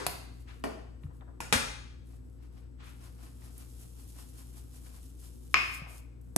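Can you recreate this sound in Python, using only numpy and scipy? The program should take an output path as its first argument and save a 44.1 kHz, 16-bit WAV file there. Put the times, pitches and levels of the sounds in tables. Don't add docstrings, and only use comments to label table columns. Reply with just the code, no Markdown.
import sys
import numpy as np
from scipy import signal
from scipy.fft import rfft, irfft, next_fast_len
from scipy.io import wavfile
from scipy.ndimage import uniform_filter1d

SR = 44100
rng = np.random.default_rng(int(sys.argv[2]) if len(sys.argv) > 2 else 0)


def transcribe(signal):
    frames = np.atleast_2d(signal).T
    limited = np.clip(frames, -1, 1)
    pcm = np.round(limited * 32767).astype(np.int16)
    wavfile.write(sys.argv[1], SR, pcm)


N = 280917
TIME = np.arange(N) / SR

# time_s, powder_db, grains_db, back_swing_db
JAR_SHAKES = [(3.05, -63, -61.5, -78), (3.245, -61.5, -60.5, -73), (3.453, -64, -60, -64.5),
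              (3.614, -65, -58.5, -65), (3.82, -68, -56.5, -65), (4.006, -68.5, -60, -58.5),
              (4.202, -62, -55, -62), (4.395, -63.5, -57, -63.5), (4.582, -65.5, -57, -70),
              (4.76, -69.5, -58, -64.5), (4.87, -65, -60, -69), (4.958, -66, -60, -61.5),
              (5.257, -67.5, -57.5, -65.5), (5.45, -80, -66.5, -58.5)]
def shaking():
    hold_s, back_swing_s = 0.018, 0.093
    slides, throws = [], []
    for s, powder_db, grains_db, back_db in JAR_SHAKES:
        start = s - hold_s / 2
        slides.append((start, hold_s, powder_db))
        throws += [(start, hold_s, grains_db), (start + back_swing_s, hold_s, back_db)]
    return [swells(moves, attack_s=0.09, release_s=0.092) for moves in (slides, throws)]

# time_s, level_db
GRAIN_TRICKLE = [(2.9, -70), (3.4, -68), (3.75, -65), (4.65, -69.5), (5.1, -67), (5.52, -68.5)]
# start_s, length_s, level_db
GRAIN_SHIFTS = [(0.34, .04, -72), (0.407, 0.0044, -67), (0.49, .11, -72), (1.03, .02, -73.5),
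                (1.15, 0.02, -73), (2.07, 0.094, -71), (2.24, 0.13, -78.5), (2.43, .03, -75),
                (2.53, .08, -75), (2.85, 0.053, -63), (5.2, 0.02, -62), (5.575, .008, -54.5),
                (5.61, 0.13, -56), (5.742, 0.0097, -48.5), (5.895, 0.085, -57), (6.25, 0.16, -77.5)]
# pitch_hz, gain_db
GRAIN_TONE = [(1200, -27), (3000, -7.5), (4200, -8), (6000, -5), (7800, -1), (10000, 0), (12500, -2),
              (13500, -10), (15000, -38)]
def seasoning(thrown, room):
    shifting = swells(GRAIN_SHIFTS, attack_s=0.033, release_s=0.067)
    flow = np.sqrt(thrown ** 2 + level(GRAIN_TRICKLE) ** 2 + shifting ** 2)
    grains_per_s = 6000 * np.sqrt(flow / from_db(-67.5)) + 1
    lands = rng.random(N) < grains_per_s / SR
    sizes = from_db(2 * np.minimum(rng.exponential(1, N), 5))
    ticks = lands * sizes * rng.standard_normal((2, N)) * flow / np.sqrt(grains_per_s)
    hiss = in_room(shape_tone(ticks, GRAIN_TONE), room, wet_db=-14)
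    return pan(rms_one(hiss), 0.5) * np.sqrt(np.mean(flow ** 2)) * from_db(1)

# start_s, length_s, level_db
HAND_MOVES = [(2.11, 0.048, -75), (2.42, 0.026, -71), (2.56, 0.026, -70)]
# pitch_hz, gain_db
WALL_TONE = [(300, -20.5), (700, 0), (1000, -3), (1350, -3), (1900, -8), (2600, -7.5), (3600, -11.5),
             (5200, -10.5), (7500, -22), (14000, -50)]
def jar_wall(powder, room):
    effort = powder + swells(HAND_MOVES, attack_s=0.07, release_s=0.12)
    return rubbing(effort, WALL_TONE, room, rough_db=3, gain_db=2, wet_db=-7, left_db=2.5)

# start_s, length_s, level_db
TIP_MOVES = [(0.484, 0.019, -59), (2.805, 0.083, -61)]
# pitch_hz, gain_db
TUMBLE_TONE = [(300, -22.5), (750, -6), (1050, -6), (1400, -2), (1900, -6), (2500, -6), (3500, -9.5),
               (5200, -17), (7500, -20), (14000, -54)]
def tipping(room):
    effort = swells(TIP_MOVES, attack_s=0.024, release_s=0.11)
    return rubbing(effort, TUMBLE_TONE, room, rough_db=1, gain_db=3, wet_db=-6, left_db=3.5)

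# start_s, level_db, right_ear_delay_ms
LID_HITS = [(5.5424, -16.5, 0.099)]
# pitch_hz, gain_db
LID_TONE = [(120, -71.5), (200, -16.5), (940, -16), (1130, -1), (1510, -4), (1840, -5), (2380, -3),
            (2900, -15.5), (3820, -20.5), (5010, -21), (7620, -25), (10200, -62.5), (12200, -32.5),
            (15500, -65.5)]
# pitch_hz, width_hz, level_db
LID_NOTES = [(1330, 160, -8.5), (1733, 340, -11), (2153, 290, -5), (2423, 99, 5.5), (5055, 190, -12),
             (6280, 200, -24)]
def lid_clap(room):
    return knocks(LID_HITS, LID_TONE, room, scatter_db=-1, scatter_s=0.02, wet_db=-2, left_db=3.5,
                  notes=LID_NOTES, ring_db=-6.5, ring_wet_db=5)

# start_s, level_db, right_ear_delay_ms
JAR_HITS = [(1.5259, -17, 0.062)]
# pitch_hz, gain_db
JAR_TONE = [(88, -35.5), (150, -8.5), (234, -0.5), (296, -2.5), (326, -38.5), (453, -12.5), (509, -8.5),
            (827, -14), (1420, -5), (5330, -14), (9540, -13), (12500, -22.5), (15500, -62)]
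# pitch_hz, width_hz, level_db
JAR_NOTES = [(243, 33, -2), (452, 31, 7), (860, 87, 1.5), (1230, 180, -5.5), (2054, 85, 1.5), (2390, 28, 2),
             (2510, 31, 0), (2920, 22, -10.5), (3160, 34, -13.5), (3790, 31, -10.5), (5070, 44, -6.5)]
def jar_knock(room):
    return knocks(JAR_HITS, JAR_TONE, room, scatter_db=4.5, scatter_s=0.18, wet_db=-3, left_db=4.5,
                  notes=JAR_NOTES, ring_db=-8, ring_wet_db=-3)

# start_s, level_db, right_ear_delay_ms
LANDING_HITS = [(6.3623, -21.5, 0.083)]
# pitch_hz, gain_db
LANDING_TONE = [(60, -9), (170, 4.5), (300, 13), (420, -8.5), (640, 4.5), (1100, -10), (1600, -13),
                (3000, -21.5), (6000, -14), (10500, -5.5), (13500, -16), (15500, -42)]
def jar_landing(room):
    return knocks(LANDING_HITS, LANDING_TONE, room,
                  scatter_db=8, scatter_s=0.0188, wet_db=-1.5, left_db=0.5)

# start_s, level_db, right_ear_delay_ms
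CAP_HITS = [(0.0658, -26.5, 0.0053)]
# pitch_hz, gain_db
CAP_TONE = [(88, -12), (150, -5.5), (221, -22.5), (766, -10.5), (1110, -15), (1340, -17), (2310, -14.5),
            (2980, -22.5), (4560, -14), (5760, -23.5), (10900, -13), (13300, -22.5), (15500, -59)]
# pitch_hz, width_hz, level_db
CAP_NOTES = [(740, 120, -2), (1020, 110, -20), (2510, 250, -1), (4400, 240, 0)]
def cap_snap(room):
    return knocks(CAP_HITS, CAP_TONE, room, scatter_db=4.5, scatter_s=0.04, wet_db=-4, left_db=-0.5,
                  notes=CAP_NOTES, ring_db=-10, ring_wet_db=-6.5)

# start_s, level_db, right_ear_delay_ms
SHAKER_HITS = [(0.6388, -29, 0.027)]
# pitch_hz, gain_db
SHAKER_TONE = [(88, -69), (150, -1), (393, 6), (486, -0.5), (649, 2.5), (936, -9.5), (1010, -11.5),
               (2020, -13), (2750, -23.5), (10800, -28), (14200, -35), (15000, -64)]
# pitch_hz, width_hz, level_db
SHAKER_NOTES = [(404, 19, 1), (646, 22, -7), (1028, 43, -7.5), (1385, 77, -8), (1790, 49, -13),
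                (2355, 65, -14.5), (2930, 300, -15), (4820, 210, -20.5)]
def shaker_landing(room):
    return knocks(SHAKER_HITS, SHAKER_TONE, room, scatter_db=18, scatter_s=0.093, wet_db=0.5, left_db=3,
                  notes=SHAKER_NOTES, ring_db=-7.5, ring_wet_db=-0.5)

# start_s, level_db, pitch_hz, fade_s (time to fall 60 dB)
COUNTER_THUDS = [(1.039, -33, 146, .16), (1.048, -33, 86.8, 0.18), (1.53, -25.5, 195, 0.085),
                 (1.55, -20.5, 75.4, 0.079), (1.643, -39, 47.8, 0.71), (5.817, -30.5, 150, 0.058)]
def thuds(room):
    out, t = np.zeros((2, N)), TIME[:SR // 2]
    for s, db, hz, fade_s in COUNTER_THUDS:
        loudness = (1 - np.exp(-t / 0.0035)) * from_db(db - 60 * t / fade_s)
        swing = np.sin(2 * np.pi * hz * t) * loudness
        add(out, s, in_room(pan(swing, 1.9), room, wet_db=-14))
    return out

# start_s, level_db, right_ear_delay_ms
TOUCH_HITS = [(1.4042, -37.5, 0.059)]
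# pitch_hz, gain_db
TOUCH_TONE = [(200, -4.5), (450, -7.5), (900, -7), (1300, -9.5), (1800, -7.5), (2550, -10.5), (3800, -19),
              (7000, -14.5), (10500, -14.5), (13300, -25.5), (15500, -42)]
# pitch_hz, width_hz, level_db
TOUCH_NOTES = [(940, 72, -0.5), (2430, 290, -12.5)]
def jar_touch(room):
    return knocks(TOUCH_HITS, TOUCH_TONE, room, scatter_db=13, scatter_s=0.058, wet_db=3, left_db=2,
                  notes=TOUCH_NOTES, ring_db=-1, ring_wet_db=-14.5)

# time_s, level_db
TAIL_CURVE = [(0, -38), (0.05, -46.5), (0.09, -49), (0.12, -77)]
# pitch_hz, gain_db
TAIL_TONE = [(120, -38.5), (200, -14.5), (393, 1.5), (719, -17), (890, -9), (1660, -9.5), (2830, -18.5),
             (4490, -19.5), (9470, -23.5), (12600, -35), (14000, -85.5)]
def opening_tail(room):
    return rubbing(level(TAIL_CURVE), TAIL_TONE, room, rough_db=1, gain_db=-0.5, wet_db=0, left_db=5.5)

# start_s, length_s, level_db
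NUDGE_MOVES = [(1.04, 0.017, -64.5), (1.1, .035, -68), (1.215, .01, -65.5), (1.272, .012, -64),
               (1.312, .01, -64), (5.815, 0.0038, -52.5), (5.86, 0.1, -59.5)]
# pitch_hz, gain_db
NUDGE_TONE = [(250, -14), (500, 11.5), (850, 10), (1400, 6), (1900, -2.5), (2600, -23.5), (6000, -30),
              (14000, -48)]
def nudges(room):
    effort = swells(NUDGE_MOVES, attack_s=0.025, release_s=0.054)
    return rubbing(effort, NUDGE_TONE, room, rough_db=6, gain_db=2, wet_db=-6.5, left_db=4)

# start_s, level_db, pitch_hz
LIGHT_TAPS = [(1.035, -62.5, 1240), (1.209, -64.5, 1166), (2.424, -74, 1800), (3.579, -47.5, 10200),
              (4.078, -59, 12060), (6.213, -63.5, 10760)]
# pitch_hz, gain_db
TAP_TREBLE_CUT = [(12800, 0), (15500, -33.5)]
def taps(room):
    out = np.zeros((2, N))
    for s, db, hz in LIGHT_TAPS:
        tone = [(hz / 3, -28), (hz * 0.97, -2), (hz, 0), (hz * 3.3, -9), (hz * 4, -30), (hz * 9, -50)]
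        out += knocks([(s, db, 0)], tone, room,
                      scatter_db=13.5, scatter_s=0.027, wet_db=-4.5, left_db=3.5)
    return shape_tone(out, TAP_TREBLE_CUT)

# pitch_hz, level_db, phase_between_ears_rad
MOTOR_NOTES = [(59.2, -48.5, 0.29), (119, -58.5, 0.36), (178.4, -72, .6), (238.6, -72, 1.7),
               (369, -72.5, 2)]
# pitch_hz, gain_db
FAN_TONE = [(82, -36), (140, -5.5), (189, 2.5), (210, -9), (249, 8), (363, -5.5), (389, -14), (461, -4),
            (614, -19.5), (1500, -30), (1950, -57), (3300, -120)]
def fridge():
    hum = np.zeros((2, N))
    for k, (hz, db, ear_phase) in enumerate(MOTOR_NOTES):
        waver = min(0.06 + 0.25 * k, 0.8)
        loudness = from_db(db + 4 * waver * drift(5))
        phase = 2 * np.pi * hz * TIME + waver * drift(4)
        hum += np.sqrt(2) * loudness * np.sin(phase + np.array([[ear_phase], [0]]))
    whine_hz, whine_db = 7830, -86.5
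    whine = from_db(whine_db) * np.sqrt(2) * np.sin(2 * np.pi * whine_hz * TIME + 1.5 * drift(120))
    rush = rng.standard_normal((2, N)) + 0.51 * rng.standard_normal(N)
    fan = from_db(-60) * rms_one(shape_tone(rush, FAN_TONE))
    return pan(hum, 3.9) + whine + pan(fan, 3)

# pitch_hz, gain_db
AIR_TONE = [(15, -39.5), (25, -12), (49, 4), (73, 5.5), (135, -9.5), (176, -27), (264, -16.5), (354, -4),
            (655, -52), (1210, -43.5), (1670, -48.5), (5570, -64.5), (8100, -57), (11500, -62),
            (15000, -84)]
def room_air():
    rumble_tone = [(20, -29), (35, -8), (45, -3), (80, 6), (130, -4), (200, -16), (500, -45), (3000, -91)]
    hiss_tone = [(500, 1.5), (1300, -0.5), (2500, -9), (5000, -12.5), (9000, -12), (13000, -14.5),
                 (14500, -51.5)]
    partly_shared = rng.standard_normal(N) + 0.74 * rng.standard_normal((2, N))
    rumble = rms_one(shape_tone(partly_shared, rumble_tone))
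    air = rms_one(shape_tone(rng.standard_normal((2, N)), AIR_TONE))
    hiss = rms_one(shape_tone(rng.standard_normal((2, N)), hiss_tone))
    return pan(from_db(-57) * rumble + from_db(-64.5) * air + from_db(-74.5) * hiss, 2.8)

# pitch_hz, fade_s
ECHO_FADES = [(100, 0.79), (300, .48), (700, 0.64), (2000, 0.66), (5000, 0.7), (9000, 0.5), (14000, .38)]
def kitchen_echo():
    t = TIME[:SR * 4 // 5]
    noise = rfft(rng.standard_normal((2, len(t))))
    hz = np.arange(len(t) // 2 + 1) * SR / len(t)
    edges_hz = np.append(0, np.geomspace(150, SR / 2, 14))
    echo = 0
    for low, high in zip(edges_hz, edges_hz[1:]):
        band = irfft(noise * ((hz >= low) & (hz < high)), len(t))
        echo += band * from_db(-60 * t / at_hz(ECHO_FADES, (low + high) / 2))
    return energy_one(echo * (1 - np.exp(-t / 0.0011)))

def knocks(hits, tone, room, scatter_db, scatter_s, wet_db, left_db, notes=(), ring_db=0, ring_wet_db=0):
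    out = np.zeros((2, N))
    for s, db, delay_ms in hits:
        contact = shape_tone(crack(scatter_db, scatter_s), tone, delay_ms)
        hit = in_room(energy_one(contact), room, wet_db)
        if len(notes):
            hit += from_db(ring_db) * in_room(ring(notes), room, ring_wet_db)
        gain = from_db(db) * np.sqrt(SR / 100)
        add(out, s, gain * pan(hit, left_db))
    return out

def crack(scatter_db, scatter_s):
    t = TIME[:SR * 9 // 10]
    scatter = rng.standard_normal((2, len(t))) * from_db(-60 * t / scatter_s)
    out = from_db(scatter_db) * energy_one(scatter)
    out[:, 0] += 1
    return out

def ring(notes):
    t, out = TIME[:SR * 9 // 10], 0
    for hz, width_hz, db in notes:
        phase = rng.standard_normal((2, 1)) * min(hz / 2500, 1)
        loudness = from_db(db) * width_hz * np.exp(-np.pi * width_hz * t)
        out += loudness * np.cos(2 * np.pi * hz * t + phase)
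    return energy_one(out * (1 - np.exp(-t / 0.0004)))

def rubbing(effort, tone, room, rough_db, gain_db, wet_db, left_db):
    noise = rng.standard_normal((2, N)) * from_db(rough_db * drift(90))
    friction = rms_one(shape_tone(noise, tone))
    return pan(in_room(friction * effort, room, wet_db), left_db) * from_db(gain_db)

def in_room(x, room, wet_db):
    echo = signal.fftconvolve(x, room, axes=1)[:, :x.shape[1]]
    return x + from_db(wet_db) * energy_one(echo) * np.sqrt(np.sum(x ** 2) / 2)

def shape_tone(x, tone, delay_ms=0):
    size = 2 * next_fast_len(x.shape[1] // 2 + 2048)
    hz = np.arange(size // 2 + 1) * SR / size
    cepstrum = irfft(np.log(from_db(at_hz(tone, hz))))
    cepstrum[1:size // 2] *= 2
    cepstrum[size // 2 + 1:] = 0
    delay = np.exp(-2j * np.pi * hz * np.array([[0], [delay_ms]]) / 1000)
    return irfft(rfft(x, size) * np.exp(rfft(cepstrum)) * delay)[:, :x.shape[1]]

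def swells(moves, attack_s, release_s):
    t, power = TIME[::20], 0
    for s, length_s, db in moves:
        away = np.maximum(s - t, 0) / attack_s + np.maximum(t - s - length_s, 0) / release_s
        power += from_db(db - 20 * np.minimum(away, 10)) ** 2
    return np.interp(TIME, t, np.sqrt(power))

def level(points):
    db = np.interp(TIME, *np.transpose(points), left=-150, right=-150)
    return uniform_filter1d(from_db(db), size=300)

def drift(steps_per_s):
    points = rng.standard_normal(int(N / SR * 100))
    return np.interp(TIME * steps_per_s, np.arange(len(points)), points)

def at_hz(table, hz):
    pitches, values = np.transpose(table)
    return np.interp(np.log(np.maximum(hz, 1)), np.log(pitches), values)

def from_db(db):
    return 10 ** (np.asarray(db) / 20)

def rms_one(x):
    return x / np.sqrt(np.mean(x ** 2) + 1e-20)

def energy_one(x):
    return x / np.sqrt(np.sum(x ** 2, axis=-1, keepdims=True) + 1e-20)

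def pan(x, left_db):
    return x * from_db([[left_db / 2], [-left_db / 2]])

def add(out, start_s, sound):
    start = int(np.clip(round(start_s * SR), 0, N - 1))
    out[:, start:start + sound.shape[1]] += sound[:, :N - start]

def scene():
    room = kitchen_echo()
    powder, thrown = shaking()
    shaker = cap_snap(room) + shaker_landing(room)
    big_jar = jar_touch(room) + jar_knock(room) + lid_clap(room) + jar_landing(room)
    rustles = jar_wall(powder, room) + tipping(room) + opening_tail(room) + nudges(room)
    bumps = taps(room) + thuds(room)
    return seasoning(thrown, room) + shaker + big_jar + rustles + bumps + fridge() + room_air()

# pitch_hz, side_gain_db
STEREO_WIDTH = [(100, 0), (300, 1), (1200, 1), (4500, -0.5), (6000, 0), (7600, -20.5), (9000, -29),
                (10800, -6.5), (13000, 6), (14500, 4.5)]
def record(dry):
    low_cut_hz, high_cut_hz = 34, 16200
    mid, side = (dry[0] + dry[1]) / 2, (dry[0] - dry[1]) / 2
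    side = shape_tone(side[None], STEREO_WIDTH)[0]
    bass_cut = signal.butter(2, low_cut_hz, "high", fs=SR, output="sos")
    treble_cut = signal.ellip(10, 0.1, 80, high_cut_hz, fs=SR, output="sos")
    ears = signal.sosfilt(bass_cut, [mid + side, mid - side])
    rounded = 0.9 * np.tanh(ears / 0.9)
    return signal.sosfilt(treble_cut, rounded)

dry = scene()
out = record(dry)
transcribe(out)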